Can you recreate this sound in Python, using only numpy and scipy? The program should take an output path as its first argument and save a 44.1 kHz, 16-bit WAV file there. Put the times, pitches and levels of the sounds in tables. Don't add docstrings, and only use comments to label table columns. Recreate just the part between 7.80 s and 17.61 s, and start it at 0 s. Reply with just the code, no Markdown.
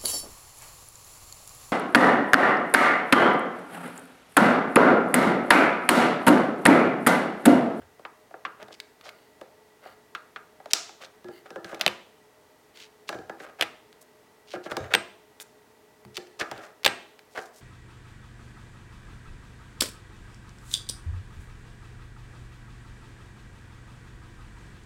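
import sys
import numpy as np
from scipy import signal
from scipy.fft import rfft, irfft, next_fast_len
from scipy.io import wavfile

SR = 44100
rng = np.random.default_rng(int(sys.argv[2]) if len(sys.argv) > 2 else 0)


def transcribe(u):
    v = np.clip(np.atleast_2d(u).T, -1, 1)
    q = np.round(v * 32767).astype(np.int16)
    wavfile.write(sys.argv[1], SR, q)


N = 432621
SIZE = 16384
AGE = np.arange(SIZE) / SR


def undb(db):
    return 10 ** (np.asarray(db) / 20)


def unit(x):
    return x / np.sqrt(np.mean(x ** 2))


def add(track, time_s, sound):
    i = max(int(time_s * SR), 0)
    track[i:i + len(sound)] += sound[:max(N - i, 0)]


def bins_hz(size):
    return np.arange(size // 2 + 1) * SR / size


def along(points, size):
    hz, value = np.transpose(points)
    return np.interp(np.log(bins_hz(size) + 1), np.log(np.sort(hz)), value)


def response(colour, centre_hz):
    moved = [(hz * centre_hz / 1000, db) for hz, db in colour]
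    cepstrum = irfft(np.log(undb(along(moved, SIZE))))
    cepstrum[1:SIZE // 2] *= 2
    cepstrum[SIZE // 2 + 1:] = 0
    h = irfft(np.exp(rfft(cepstrum)))
    return h / np.abs(h).max()


def blow(colour, centre_hz, fade_s, scatter_db):
    push = undb(scatter_db) * rng.standard_normal(SIZE) * np.exp(-AGE / fade_s)
    push[0] = 1
    return signal.fftconvolve(push, response(colour, centre_hz))[:SIZE]


def ring(hz, t60_s):
    return np.sin(2 * np.pi * hz * AGE) * np.exp(-np.log(1000) * AGE / t60_s)


# (frequency [Hz], relative level per Hz [dB])
AIR = [(15, -59.5), (25, -35.5), (43, -19.5), (134, -15), (195, -17), (236, -12), (384, -14), (427, -6.5),
       (476, -12), (607, -18.5), (659, -14.5), (962, -17), (1370, -20.5), (3160, -27), (16000, -36)]
# (frequency [Hz], width [Hz], level [dB])
FAN = [(425.9, 12, -64.5), (618.8, 17, -69), (900, 62, -72.5), (1950, 100, -72.5), (13297, 200, -89.5)]


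def fan():
    size = next_fast_len(N, True)
    hz = bins_hz(size)
    air = unit(irfft(rfft(rng.standard_normal(size)) * undb(along(AIR, size)), size))
    noise = rfft(rng.standard_normal(size))
    tones = 0
    for tone_hz, width_hz, db in FAN:
        resonance = 1 / (1 + (2 * (hz - tone_hz) / width_hz) ** 2)
        tones = tones + undb(db) * unit(irfft(noise * resonance, size))
    return (undb(-59.5) * air + tones)[:N]


# (centre [Hz], t60 [s], relative level [dB])
ROOM = [(80.04, 0.31, -1), (250, 0.47, 4.5), (633, 0.51, 4.5), (1500, 0.43, 5.5), (3000, 0.62, -7),
        (5200, 0.43, -1), (7200, .47, 0), (9500, 0.32, -2), (15440, .25, -9)]


def room(x, wet_db, build_s=.002):
    t = np.arange(SR) / SR
    noise, tail = rfft(rng.standard_normal(SR)), 0
    for k, (_, t60_s, db) in enumerate(ROOM):
        share = along([(row[0], j == k) for j, row in enumerate(ROOM)], SR)
        tail = tail + undb(db) * irfft(noise * share, SR) * np.exp(-np.log(1000) * t / t60_s)
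    tail = tail * (1 - np.exp(-t / build_s))
    return undb(wet_db) * signal.fftconvolve(x, tail)[:N]


def hollow(x, centre_hz, depth):
    band = signal.lfilter(*signal.iirpeak(centre_hz, 2, fs=SR), x)
    return x - np.clip(depth, 0, 1) * band


# (time [s], level [dB], centre of the thump [Hz])
BUMPS = [(.005, -45, 75), (0.823, -47, 184), (3.446, -37, 360), (3.763, -47.5, 350), (4.013, -47, 220),
         (4.066, -34.5, 229), (5.297, -47, 330), (5.351, -45, 130), (5.412, -49, 90), (5.825, -47, 150),
         (6.746, -35, 360), (6.915, -42, 125), (7.004, -30, 99), (7.149, -32, 235), (8.253, -39, 160),
         (8.378, -41.5, 350), (8.724, -44, 127), (9.063, -37, 161.4)]
# (frequency [Hz], relative level [dB], t60 [s])
SWAY = [(75, -9, .42), (92, -2, 0.24), (125, 0.5, .2), (201, 1.5, 0.15), (239, -1, 0.098), (360, 2, 0.33)]
SWAY_DB_PER_OCTAVE, BUMP_RISE_S = -11.5, 0.0056


def bumps():
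    out = np.zeros(N)
    for time_s, db, bump_hz in BUMPS:
        swing = 0
        for hz, mode_db, t60_s in SWAY:
            octaves_off = abs(np.log2(hz / bump_hz))
            swing = swing + undb(mode_db + SWAY_DB_PER_OCTAVE * octaves_off) * ring(hz, t60_s)
        add(out, time_s, undb(db) * swing * (1 - np.exp(-AGE / BUMP_RISE_S)))
    return out


def friction(strokes, colour, slips_per_s, grain_db, catch_db):
    out = np.zeros(N)
    for start_s, end_s, db, hz in strokes:
        sizes = undb(grain_db * np.minimum(rng.exponential(size=SIZE), 3))
        catches = undb(catch_db * np.repeat(rng.standard_normal(SIZE // 256), 256))
        struck = rng.random(SIZE) < slips_per_s / SR
        slips = struck * rng.choice([-1, 1], SIZE) * sizes * catches
        rub = unit(signal.fftconvolve(slips, response(colour, hz))[:SIZE])
        progress = np.clip(AGE / max(end_s - start_s, .005), 0, 1)
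        swell = np.abs(np.sin(np.pi * progress)) ** .75
        add(out, start_s, undb(db) * rub * swell)
    return out


# (start [s], end [s], level [dB], centre [Hz])
SLIDES = [(.912, .955, -48.5, 4030), (1.235, 1.305, -49.5, 4330), (2.903, 2.922, -42, 4303),
          (3.205, 3.27, -49, 4000), (3.84, 3.96, -59, 7000), (4.94, 5.08, -50, 4000),
          (5.273, 5.295, -46.5, 4120), (5.59, 5.66, -56.5, 7000), (6.67, 6.765, -49.5, 4000),
          (6.83, 6.865, -51, 4500), (6.895, 6.935, -50, 6000), (6.208, 6.232, -53.5, 10000),
          (7.598, 7.632, -43, 9050), (8.343, 8.375, -44.5, 4600), (8.59, 8.625, -35.5, 4830),
          (8.81, 8.88, -58, 6000), (9.50, 9.70, -57, 6530), (9.73, 9.81, -57, 7700)]
# (frequency [Hz], relative level [dB])
CLOTH = [(100, -23), (400, -7.5), (750, -2), (1100, -3.5), (1600, -10), (2500, -21), (4500, -38.5)]


def slides():
    return friction(SLIDES, CLOTH, slips_per_s=1300, grain_db=3, catch_db=2.5)


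# (start [s], end [s], level [dB])
SQUEAKS = [(1.165, 1.56, -65.5), (2.011, 2.153, -58.5), (3.2, 3.244, -64), (3.502, 3.619, -56),
           (4.937, 5.05, -57)]
# (frequency [Hz], relative level [dB])
SQUEAK = [(400, -20), (850, -8), (1000, 0), (1150, -31), (1350, -4), (1500, -10), (1650, -16), (1950, -13),
          (2220, -5.5), (2450, -24), (6000, -21.5)]
SQUEAK_HZ = 2100


def squeaks():
    strokes = [(*row, SQUEAK_HZ) for row in SQUEAKS]
    return friction(strokes, SQUEAK, slips_per_s=760, grain_db=1.5, catch_db=0)


# (start [s], end [s], level [dB])
CREAKS = [(.01, 0.042, -55.5), (0.789, 0.846, -46), (1.223, 1.305, -48), (2.008, 2.135, -52.5),
          (3.20, 3.253, -47), (3.652, 3.682, -46.5), (3.851, 3.993, -45), (3.993, 4.048, -39.5),
          (5.286, 5.354, -47.5), (5.575, 5.714, -46), (5.787, 5.809, -37), (6.733, 6.771, -40.5),
          (6.852, 6.884, -40), (6.899, 6.93, -34.5), (6.96, 7.096, -45), (7.104, 7.139, -34.5),
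          (8.592, 8.641, -33), (8.665, 8.919, -46.5), (9.549, 9.604, -33)]
# (frequency [Hz], relative level [dB])
CREAK = [(80, -33.5), (240, -9), (400, 2), (620, -6), (850, -1.5), (1000, -4.5), (1300, -9.5), (1800, -14),
         (4000, -30), (10000, -42.5)]
CREAK_HZ = 1584


def creaks():
    strokes = [(*row, CREAK_HZ) for row in CREAKS]
    return friction(strokes, CREAK, slips_per_s=950, grain_db=3, catch_db=2.0)


# (time [s], level [dB], centre [Hz])
TICKS = [(0.8285, -31, 3330), (1.0015, -21.5, 4000), (1.2115, -35.5, 2500), (1.2917, -27, 3000),
         (3.2247, -35, 2440), (3.996, -28.5, 2297), (6.128, -38.5, 3350), (7.6003, -26.5, 3600),
         (7.6109, -34.5, 2340), (7.6204, -37, 2180), (8.2505, -35, 1500), (8.3695, -16, 4840),
         (8.471, -41.5, 3860), (8.6046, -26, 3000), (9.0335, -29.5, 3200), (9.3923, -34.5, 2730)]
# (frequency [Hz], relative level [dB])
STEEL = [(60, -29.5), (250, -10), (550, -3.5), (900, -3.5), (1500, -11), (2300, -19), (3300, -23.5),
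         (5000, -25)]
# (frequency [Hz], relative level [dB], t60 [s])
TOOL = [(2200, -28.5, 0.015), (2800, -26.5, .015), (3620, -15.5, 0.03), (4510, -14, .015),
        (6340, -29.5, 0.009)]


def ticks():
    out = np.zeros(N)
    for time_s, db, hz in TICKS:
        rings = 0
        for mode_hz, mode_db, t60_s in TOOL:
            rings = rings + rng.uniform(-1, 1) * undb(mode_db) * ring(mode_hz, t60_s)
        add(out, time_s, undb(db) * (blow(STEEL, hz, fade_s=0.0029, scatter_db=-18.5) + rings))
    return out


# (frequency [Hz], relative level [dB], t60 [s])
FRAME = [(153.6, -16.5, 0.084), (176, -15, 0.14), (255, -9.5, 0.059), (329.6, -3.5, 0.11), (360, -15, 0.33),
         (410, -2.5, .08), (472.4, -6, 0.12), (563.4, -8.5, .09), (641, -6.5, 0.069), (783, -6, 0.18),
         (1345, -6, .05), (1660, -2, 0.077)]


def frame(spread_db=3, detune=0.025):
    modes = 0
    for hz, db, t60_s in FRAME:
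        weight, shift, sign = rng.standard_normal(3)
        mode = ring(hz * (1 + detune * shift), t60_s)
        modes = modes + np.sign(sign) * undb(db + spread_db * weight) * mode
    return modes / np.abs(modes).max()


def bend(x, lag_s, fast_hz):
    size = next_fast_len(N + SR, True)
    hz = bins_hz(size) + SR / size
    delay_s = lag_s * np.maximum(np.sqrt(fast_hz / np.maximum(hz, 100)) - 1, 0)
    phase = 2 * np.pi * np.cumsum(delay_s) * SR / size
    return irfft(rfft(x, size) * np.exp(-1j * phase), size)[:N]


# (time [s], wood level [dB], wood centre [Hz], relative steel level [dB])
KNOCKS = [(0.194, -42.5, 540, -56), (0.251, -25.5, 1050, -66), (0.51, -41, 640, -68),
          (0.541, -30.5, 630, -72), (0.651, -17.5, 1180, -63), (0.822, -35, 695, -61),
          (0.883, -41, 627, -51), (0.907, -41, 660, -68), (1.613, -31.5, 517, -44.5),
          (2.059, -34.5, 720, -69), (2.35, -20.5, 1380, -38), (2.561, -24.5, 1280, -62),
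          (2.801, -40, 716, -64), (2.858, -33.5, 666, -44), (3.093, -39, 760, -49), (3.444, -41, 433, -50),
          (3.485, -39.5, 454, -50.5), (3.705, -37, 480, -43), (3.759, -25, 527, -45),
          (3.845, -30, 1550, -36.5), (3.927, -29.5, 580, -63), (3.946, -37.5, 617, -36.5),
          (5.291, -21, 700, -27.5), (5.328, -28, 665, -45), (5.346, -33, 640, -48),
          (5.388, -35, 410, -48.5), (5.496, -25, 700, -42.5), (5.602, -34.5, 1660, -65),
          (6.736, -29.5, 645, -41.5), (6.759, -28.5, 422, -60), (6.861, -28.5, 650, -48),
          (6.916, -22.5, 675, -35), (6.968, -17.5, 503, -26.5), (8.376, -33.5, 426, -31),
          (8.611, -17, 1730, -35), (8.714, -24.5, 790, -32.5), (8.778, -39.5, 590, -43),
          (9.576, -25.5, 1700, -60)]
# (frequency [Hz], relative level [dB])
WOOD = [(100, -26), (300, -15.5), (600, -4), (1000, 7.5), (1600, -2.5), (2500, -6.5), (5000, -28.5),
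        (14000, -65.5)]
PLIERS_FROM_S = 3.3
KNOCK_DB, LEVER_FRAME_DB, PLIERS_FRAME_DB, FRAME_DB_PER_DB = -30.5, -46, -32, 0.35


def knocks(scatter_db):
    steel, wood = np.zeros(N), np.zeros(N)
    for time_s, wood_db, hz, steel_db in KNOCKS:
        frame_db = LEVER_FRAME_DB if time_s < PLIERS_FROM_S else PLIERS_FRAME_DB
        frame_db += FRAME_DB_PER_DB * (wood_db - KNOCK_DB)
        tip = blow(STEEL, centre_hz=4000, fade_s=0.0025, scatter_db=-10.5)
        clack = blow(WOOD, hz, fade_s=0.0073, scatter_db=scatter_db)
        add(steel, time_s, undb(steel_db + 5.5) * tip)
        add(wood, time_s, undb(wood_db) * clack + undb(frame_db) * frame())
    return steel + bend(wood, lag_s=0.002243, fast_hz=2365)


def wire_ring(hz, t60_s, spread=0.007):
    return sum(ring(hz * (1 + spread * c), t60_s) for c in rng.standard_normal(4)) / 2


def splinter_db(fade_s, doubling_s=0.0027):
    return 10 * np.log10(1 + fade_s / doubling_s)


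# (time [s], crack level [dB], crack centre [Hz], splintering decay [s])
SNAPS = [(2.9342, 4.5, 5200, .0018), (4.0113, -6.5, 3430, 0.0045), (4.064, 1.5, 3190, 0.00092),
         (4.0787, -8.5, 2730, 0.0022), (5.811, -4, 3050, 0.0026), (5.8235, -9, 2800, 0.0061),
         (7.1367, -14.5, 3900, .001), (7.139, -2.5, 2600, .003), (7.1485, -7.5, 2900, 0.0023),
         (7.1510, 1, 3070, 0.00088), (9.0467, -7.5, 3800, .0011), (9.0505, -0.5, 3640, .0018),
         (9.0620, 3.5, 2830, 0.0021), (9.0645, -11, 1900, 0.0014), (9.0657, -3, 2630, .002),
         (9.078, -10, 3000, 0.0022)]
# (frequency [Hz], relative level [dB])
CRACK = [(30, -31.5), (100, -19.5), (230, -12.5), (360, -13), (650, -4), (1000, -1.5), (1400, -9),
         (1800, -15.5), (2300, -22.5), (3300, -23), (4300, -25), (5500, -40)]
# (time [s], frequency [Hz], level [dB])
RINGS = [(4.065, 3065, -29), (4.065, 11670, -46), (7.151, 8340, -32), (7.151, 2650, -35),
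         (9.066, 8270, -36.5)]
SNAP_HZ, JOLT_DB, JOLT_DB_PER_OCTAVE, THROW_DB, THROW_DB_PER_OCTAVE = 3000, -17.5, -20, -3, 6.5


def snaps(scatter_db, far):
    air, wood = np.zeros(N), np.zeros(N)
    for time_s, db, hz, fade_s in SNAPS:
        octaves = np.log2(hz / SNAP_HZ)
        throw_db = THROW_DB + THROW_DB_PER_OCTAVE * octaves + splinter_db(fade_s)
        gain = undb(db + far * throw_db)
        jolt = blow(WOOD, centre_hz=650, fade_s=0.0049, scatter_db=-17) + undb(-8.5) * frame()
        jolt_db = JOLT_DB + JOLT_DB_PER_OCTAVE * max(octaves, 0)
        add(air, time_s, gain * blow(CRACK, hz, fade_s, scatter_db))
        add(wood, time_s, gain * undb(jolt_db) * jolt)
    for time_s, hz, db in RINGS:
        add(air, time_s, undb(db) * wire_ring(hz, t60_s=.11))
    return air + bend(wood, lag_s=.0008, fast_hz=3000)


def scene():
    rubbing = creaks()
    light = ticks() + slides() + squeaks() + bumps()
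    near = snaps(scatter_db=-17.5, far=False) + knocks(scatter_db=-17.5) + rubbing + light
    even_db = -34
    far_snaps = undb(-2.0) * snaps(even_db, far=True)
    far_knocks = undb(2.5) * knocks(even_db)
    far = far_snaps + far_knocks + rubbing + undb(-3) * light
    contacts = hollow(near + room(far, wet_db=-41.0), centre_hz=980, depth=0.25)
    return (contacts + fan())[None]


def record(dry):
    thin = signal.sosfilt(signal.butter(2, 50, "high", fs=SR, output="sos"), dry)
    clipped = np.clip(thin, -1, 1)
    return signal.sosfilt(signal.ellip(8, .2, 80, 16400, fs=SR, output="sos"), clipped)


dry = scene()
out = record(dry)
transcribe(out)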